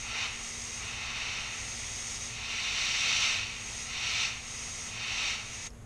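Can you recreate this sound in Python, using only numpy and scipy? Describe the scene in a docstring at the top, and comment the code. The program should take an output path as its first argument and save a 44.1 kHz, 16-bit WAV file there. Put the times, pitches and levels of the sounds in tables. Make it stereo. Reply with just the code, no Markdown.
"""An airbrush works on a small part over a bench, close to a mono microphone, with a motor humming behind.
From the start the air is on, and the spray swells over the part five times as a full rush of coloured noise.
Between passes the rush eases into the free jet: a thinner hiss with a wavering whistle of resonant noise.
At the end the valve shuts: the air collapses into a faint room tail and the trigger ticks.
A slight leak of ringing noise and the workshop's rumble and hum, there throughout, are left."""
import sys
import numpy as np
from scipy import signal
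from scipy.fft import rfft, irfft, next_fast_len
from scipy.io import wavfile

SR = 44100
rng = np.random.default_rng(int(sys.argv[2]) if len(sys.argv) > 2 else 0)


def waveform_to_disk(signal):
    """Save audio, clipped to [-1, 1], as 16-bit WAV at the path in sys.argv[1]."""
    frames = np.transpose(np.atleast_2d(signal))
    scaled = np.clip(frames, -1, 1) * 32767
    samples = np.round(scaled).astype(np.int16)
    wavfile.write(sys.argv[1], SR, samples)


N = 258233
TIME = np.arange(N) / SR

# the spray is led over the part and off again; levels are before the spray's trim:
# (start [s], swell [s], swell exponent [below 1 rises early], time to ease to half power [s], peak [dB],
#  brightness offset [dB], time to cover the jet [s], time from start until the jet is half free again [s])
SPRAY_PASSES = [(-0.03, .24, 1.15, .062, -32.4, -3.0, .23, .325),
                (0.77, .49, 0.41, .19, -35.3, -1.8, .29, .69),
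                (2.25, .975, .70, .115, -27.5, .55, 0.16, 1.31),
                (3.84, .378, .75, .058, -29.0, .7, .125, .575),
                (4.86, .405, .82, .072, -30.7, -.3, .135, .66)]


def spray(trim_db=-0.61, usual_db=-35.5, brightening=0.3, split_hz=2300, flutter_db=0.5):
    """The spray rushes over the part as turbulent noise; the harder it strikes, the more treble it has."""
    # broad colour of the spray on the part: (frequency [Hz], level [dB per Hz])
    colour = [(250, -32.5), (700, -22), (1600, -15.5), (2100, -6), (2700, -5), (4800, -14), (6000, -11),
              (7000, -16.5), (9000, -32), (10500, -42), (12500, -53), (15500, -44.8)]
    # peaks and notches from the nozzle cap, cupped hand and bench: (centre [Hz], width [Hz], height [dB])
    resonances = [(550, 50, -3.7), (810, 450, 5.5), (1110, 90, 4.1), (1320, 150, 7.3), (1690, 60, -2.9),
                  (2390, 70, -9.0), (2420, 240, 4.5), (2580, 80, 3.6), (2790, 80, 3.7), (3330, 160, -8.2),
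                  (3700, 200, 5.1), (4110, 140, 4.3), (4490, 100, 5.5), (4890, 190, -8.1), (5680, 130, 4.7),
                  (6650, 70, -9.0), (6740, 260, -8.8), (7060, 90, -7.6), (7410, 230, -5.2),
                  (8230, 90, -6.9)]
    level_db, offset_db = strike()
    rush = turbulence(colour, resonances)

    low_pass = signal.butter(2, split_hz, fs=SR, output="sos")
    body = signal.sosfiltfilt(low_pass, rush)
    treble = rush - body
    brightness_db = brightening * (level_db - usual_db) + offset_db
    # the body gives way by twice as many dB as the treble gains
    rush = body * from_db(-brightness_db) + treble * from_db(brightness_db / 2)

    uneven_db = flutter_db * drift(9.9)   # paint leaves the needle unevenly
    return rush * from_db(level_db + trim_db + uneven_db)


def strike(overspray_db=-50.0, ease_steepness=3.1):
    """Force of the spray on the part and its brightness offset, in dB: each pass swells, peaks and eases off."""
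    power = from_db(overspray_db) ** 2   # the fringe of the spray always brushes the part
    weighted_offset = 0
    for start, swell_s, exponent, ease_s, peak_db, offset_db, *_ in SPRAY_PASSES:
        age = TIME - start
        swell = np.clip(age / swell_s, 0, 1) ** exponent
        off_target = np.maximum(age - swell_s, 0) / ease_s
        # past its rounded peak, the power falls as a power of time
        share = (from_db(peak_db) * swell) ** 2 / (1 + off_target ** ease_steepness)
        power = power + share
        weighted_offset = weighted_offset + offset_db * share
    return 10 * np.log10(power), weighted_offset / power


def jet(trim_db=-1.13, flutter_db=0.55, whistle_hz=6520, whistle_width_hz=90, whistle_db=-15.0):
    """The free jet is thin turbulent hiss, with a wavering, airy whistle from the nozzle cap."""
    # broad colour of the free jet: (frequency [Hz], level [dB per Hz])
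    colour = [(250, -22), (450, -20.5), (1500, -16.5), (2100, -9.5), (4200, -20), (5600, -9), (6600, -0.5),
              (7300, -18), (9700, -18), (10300, -38.5), (12000, -39), (13300, -41), (15500, -51)]
    # peaks and notches from the nozzle cap, cupped hand and bench: (centre [Hz], width [Hz], height [dB])
    resonances = [(730, 60, 4.0), (930, 50, 3.3), (1330, 170, 4.5), (1530, 330, -6.3), (2000, 130, 3.0),
                  (2380, 80, -6.5), (3340, 270, 4.9), (3790, 200, 9.0), (4350, 340, 6.9), (5120, 280, 7.4),
                  (5220, 190, -9.0), (6150, 130, -9.0), (6740, 100, -6.1), (7080, 60, -8.0),
                  (7510, 220, 7.2), (8270, 390, 6.1)]
    hiss = turbulence(colour, resonances) * from_db(flutter_db * drift(7.3))
    # the whistle's level is relative to the hiss
    whistle = ringing_noise(whistle_hz, whistle_width_hz) * from_db(whistle_db + 2 * drift(5.7))
    return (hiss + whistle) * from_db(free_jet_db() + trim_db)


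def free_jet_db(uncover_s=.32, cover_loss_db=11):
    """The part mutes the free jet while it is in the way, and the jet returns gradually."""
    # strength of the jet with nothing in its way, before its trim: (time [s], level [dB])
    open_jet = [(0.3, -39.0), (1.6, -39.2), (2.1, -37.3), (3.7, -39), (4.4, -39.3), (4.75, -39),
                (5.65, -38.0)]
    covered = 0
    for start, *_, cover_s, length in SPRAY_PASSES:
        covering = np.clip((TIME - start) / cover_s, 0, 1)
        remaining = np.clip((start + length - TIME) / uncover_s + .5, 0, 1)
        covered = covered + covering * remaining
    return in_time(open_jet) - cover_loss_db * covered


def valve(shut_s=5.673, fade_s=0.0062, tail_db=-22.0, room_t60_s=.2):
    """Gain of the air flow: it collapses within milliseconds and a faint room tail follows."""
    after = np.maximum(TIME - shut_s, 0)
    collapse = np.exp(-after / fade_s)
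    tail = from_db(tail_db - 60 * after / room_t60_s)
    return np.maximum(collapse, tail)


def trigger_tick(at_s=5.704, hz=5300, width_hz=600, level_db=-50.5, decay_s=0.0027):
    """The trigger springs back against its stop: a burst of ringing noise that dies away exponentially."""
    after = TIME - at_s
    envelope = (after > 0) * np.exp(-np.abs(after) / decay_s)
    return ringing_noise(hz, width_hz) * from_db(level_db) * envelope


def leak(hz=6560, width_hz=230, level_db=-66.5):
    """A steady trace of air keeps the nozzle ringing."""
    return ringing_noise(hz, width_hz) * from_db(level_db)


def reflections(x, echo_db=-15.5, count=14):
    """Weak echoes off the bench clutter and near walls put a fine ripple on the hiss."""
    lags = (rng.uniform(.004, .022, count) * SR).astype(int)
    signs = rng.choice([-1, 1], count)
    echoes = sum(sign * np.pad(x, (lag, 0))[:N] for lag, sign in zip(lags, signs))
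    return x + from_db(echo_db) * echoes / np.sqrt(count)


def workshop(rumble_db=-49.0, wander_radians=0.34):
    """Shaped noise gives the room's low rumble; sines with a wandering phase give a motor's hum."""
    # workshop background: (frequency [Hz], level [dB per Hz])
    colour = [(15, -9), (30, 0), (105, -3), (140, -9.5), (215, -12.5), (290, -17.5), (550, -17.5),
              (1000, -23), (2000, -27), (4000, -35), (6000, -36), (7500, -34), (11000, -38), (15000, -63)]
    # room modes and the motor's rumble: (centre [Hz], width [Hz], height [dB])
    resonances = [(41.7, 3.3, -3), (58, 25, 3.5), (75, 21, -2), (96, 11, 1.5), (114, 12.5, 5),
                  (449, 78, 4.5), (595, 130, -2)]
    # motor hum: (frequency [Hz], level [dB rms])
    hum_tones = [(93.6, -65), (116, -61.5), (234, -59.4)]
    wander = wander_radians * drift(1.6)
    hum = 0
    for hz, level_db in hum_tones:
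        hum = hum + np.sqrt(2) * from_db(level_db) * np.sin(2 * np.pi * hz * TIME + wander)
    return hum + from_db(rumble_db) * turbulence(colour, resonances)


def turbulence(colour, resonances):
    """Noise with a broad colour and bell-shaped peaks and notches; rms 1."""
    size = next_fast_len(N)
    hz = np.maximum(np.fft.rfftfreq(size, 1 / SR), 1)
    points_hz, points_db = np.transpose(colour)
    shape_db = np.interp(np.log(hz), np.log(points_hz), points_db)
    for centre, width, height_db in resonances:
        shape_db = shape_db + height_db * .5 ** ((2 * (hz - centre) / width) ** 2)
    spectrum = rfft(rng.standard_normal(size)) * from_db(shape_db)
    return rms_one(irfft(spectrum, size)[:N])


def ringing_noise(hz, width_hz):
    """Noise through one resonance; rms 1."""
    r = np.exp(-np.pi * width_hz / SR)
    feedback = [1, -2 * r * np.cos(2 * np.pi * hz / SR), r * r]
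    return rms_one(signal.lfilter([1, 0, -1], feedback, rng.standard_normal(N)))


def drift(rate_hz):
    """Slow random wander, mostly below the given rate; spread about 1."""
    step = 40   # samples between the points of the curve
    r = np.exp(-2 * np.pi * rate_hz * step / SR)
    noise = rng.standard_normal(N // step + 2002)
    slow = signal.lfilter([1], [1, -2 * r, r * r], noise)[2000:]   # skip the filter's settling
    return np.interp(np.arange(N) / step, np.arange(len(slow)), rms_one(slow))


def in_time(rows):
    """Join the rows of a curve by straight lines."""
    return np.interp(TIME, *np.transpose(rows))


def rms_one(x):
    """Scale to unit power."""
    return x / np.sqrt(np.mean(x ** 2) + 1e-20)


def from_db(db):
    """Decibels to gain."""
    return 10 ** (np.asarray(db) / 20)


def scene():
    """The valve gates spray and jet; tick and leak join them, and one microphone feeds both channels."""
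    airbrush = (spray() + jet()) * valve() + trigger_tick() + leak()
    mono = reflections(airbrush) + workshop()
    return np.array([mono, mono])


def record(dry, cutoff_hz=15680):
    """The top is cut steeply by an elliptic low-pass."""
    low_pass = signal.ellip(12, .1, 80, cutoff_hz, fs=SR, output="sos")
    return signal.sosfilt(low_pass, dry)


dry = scene()
out = record(dry)
waveform_to_disk(out)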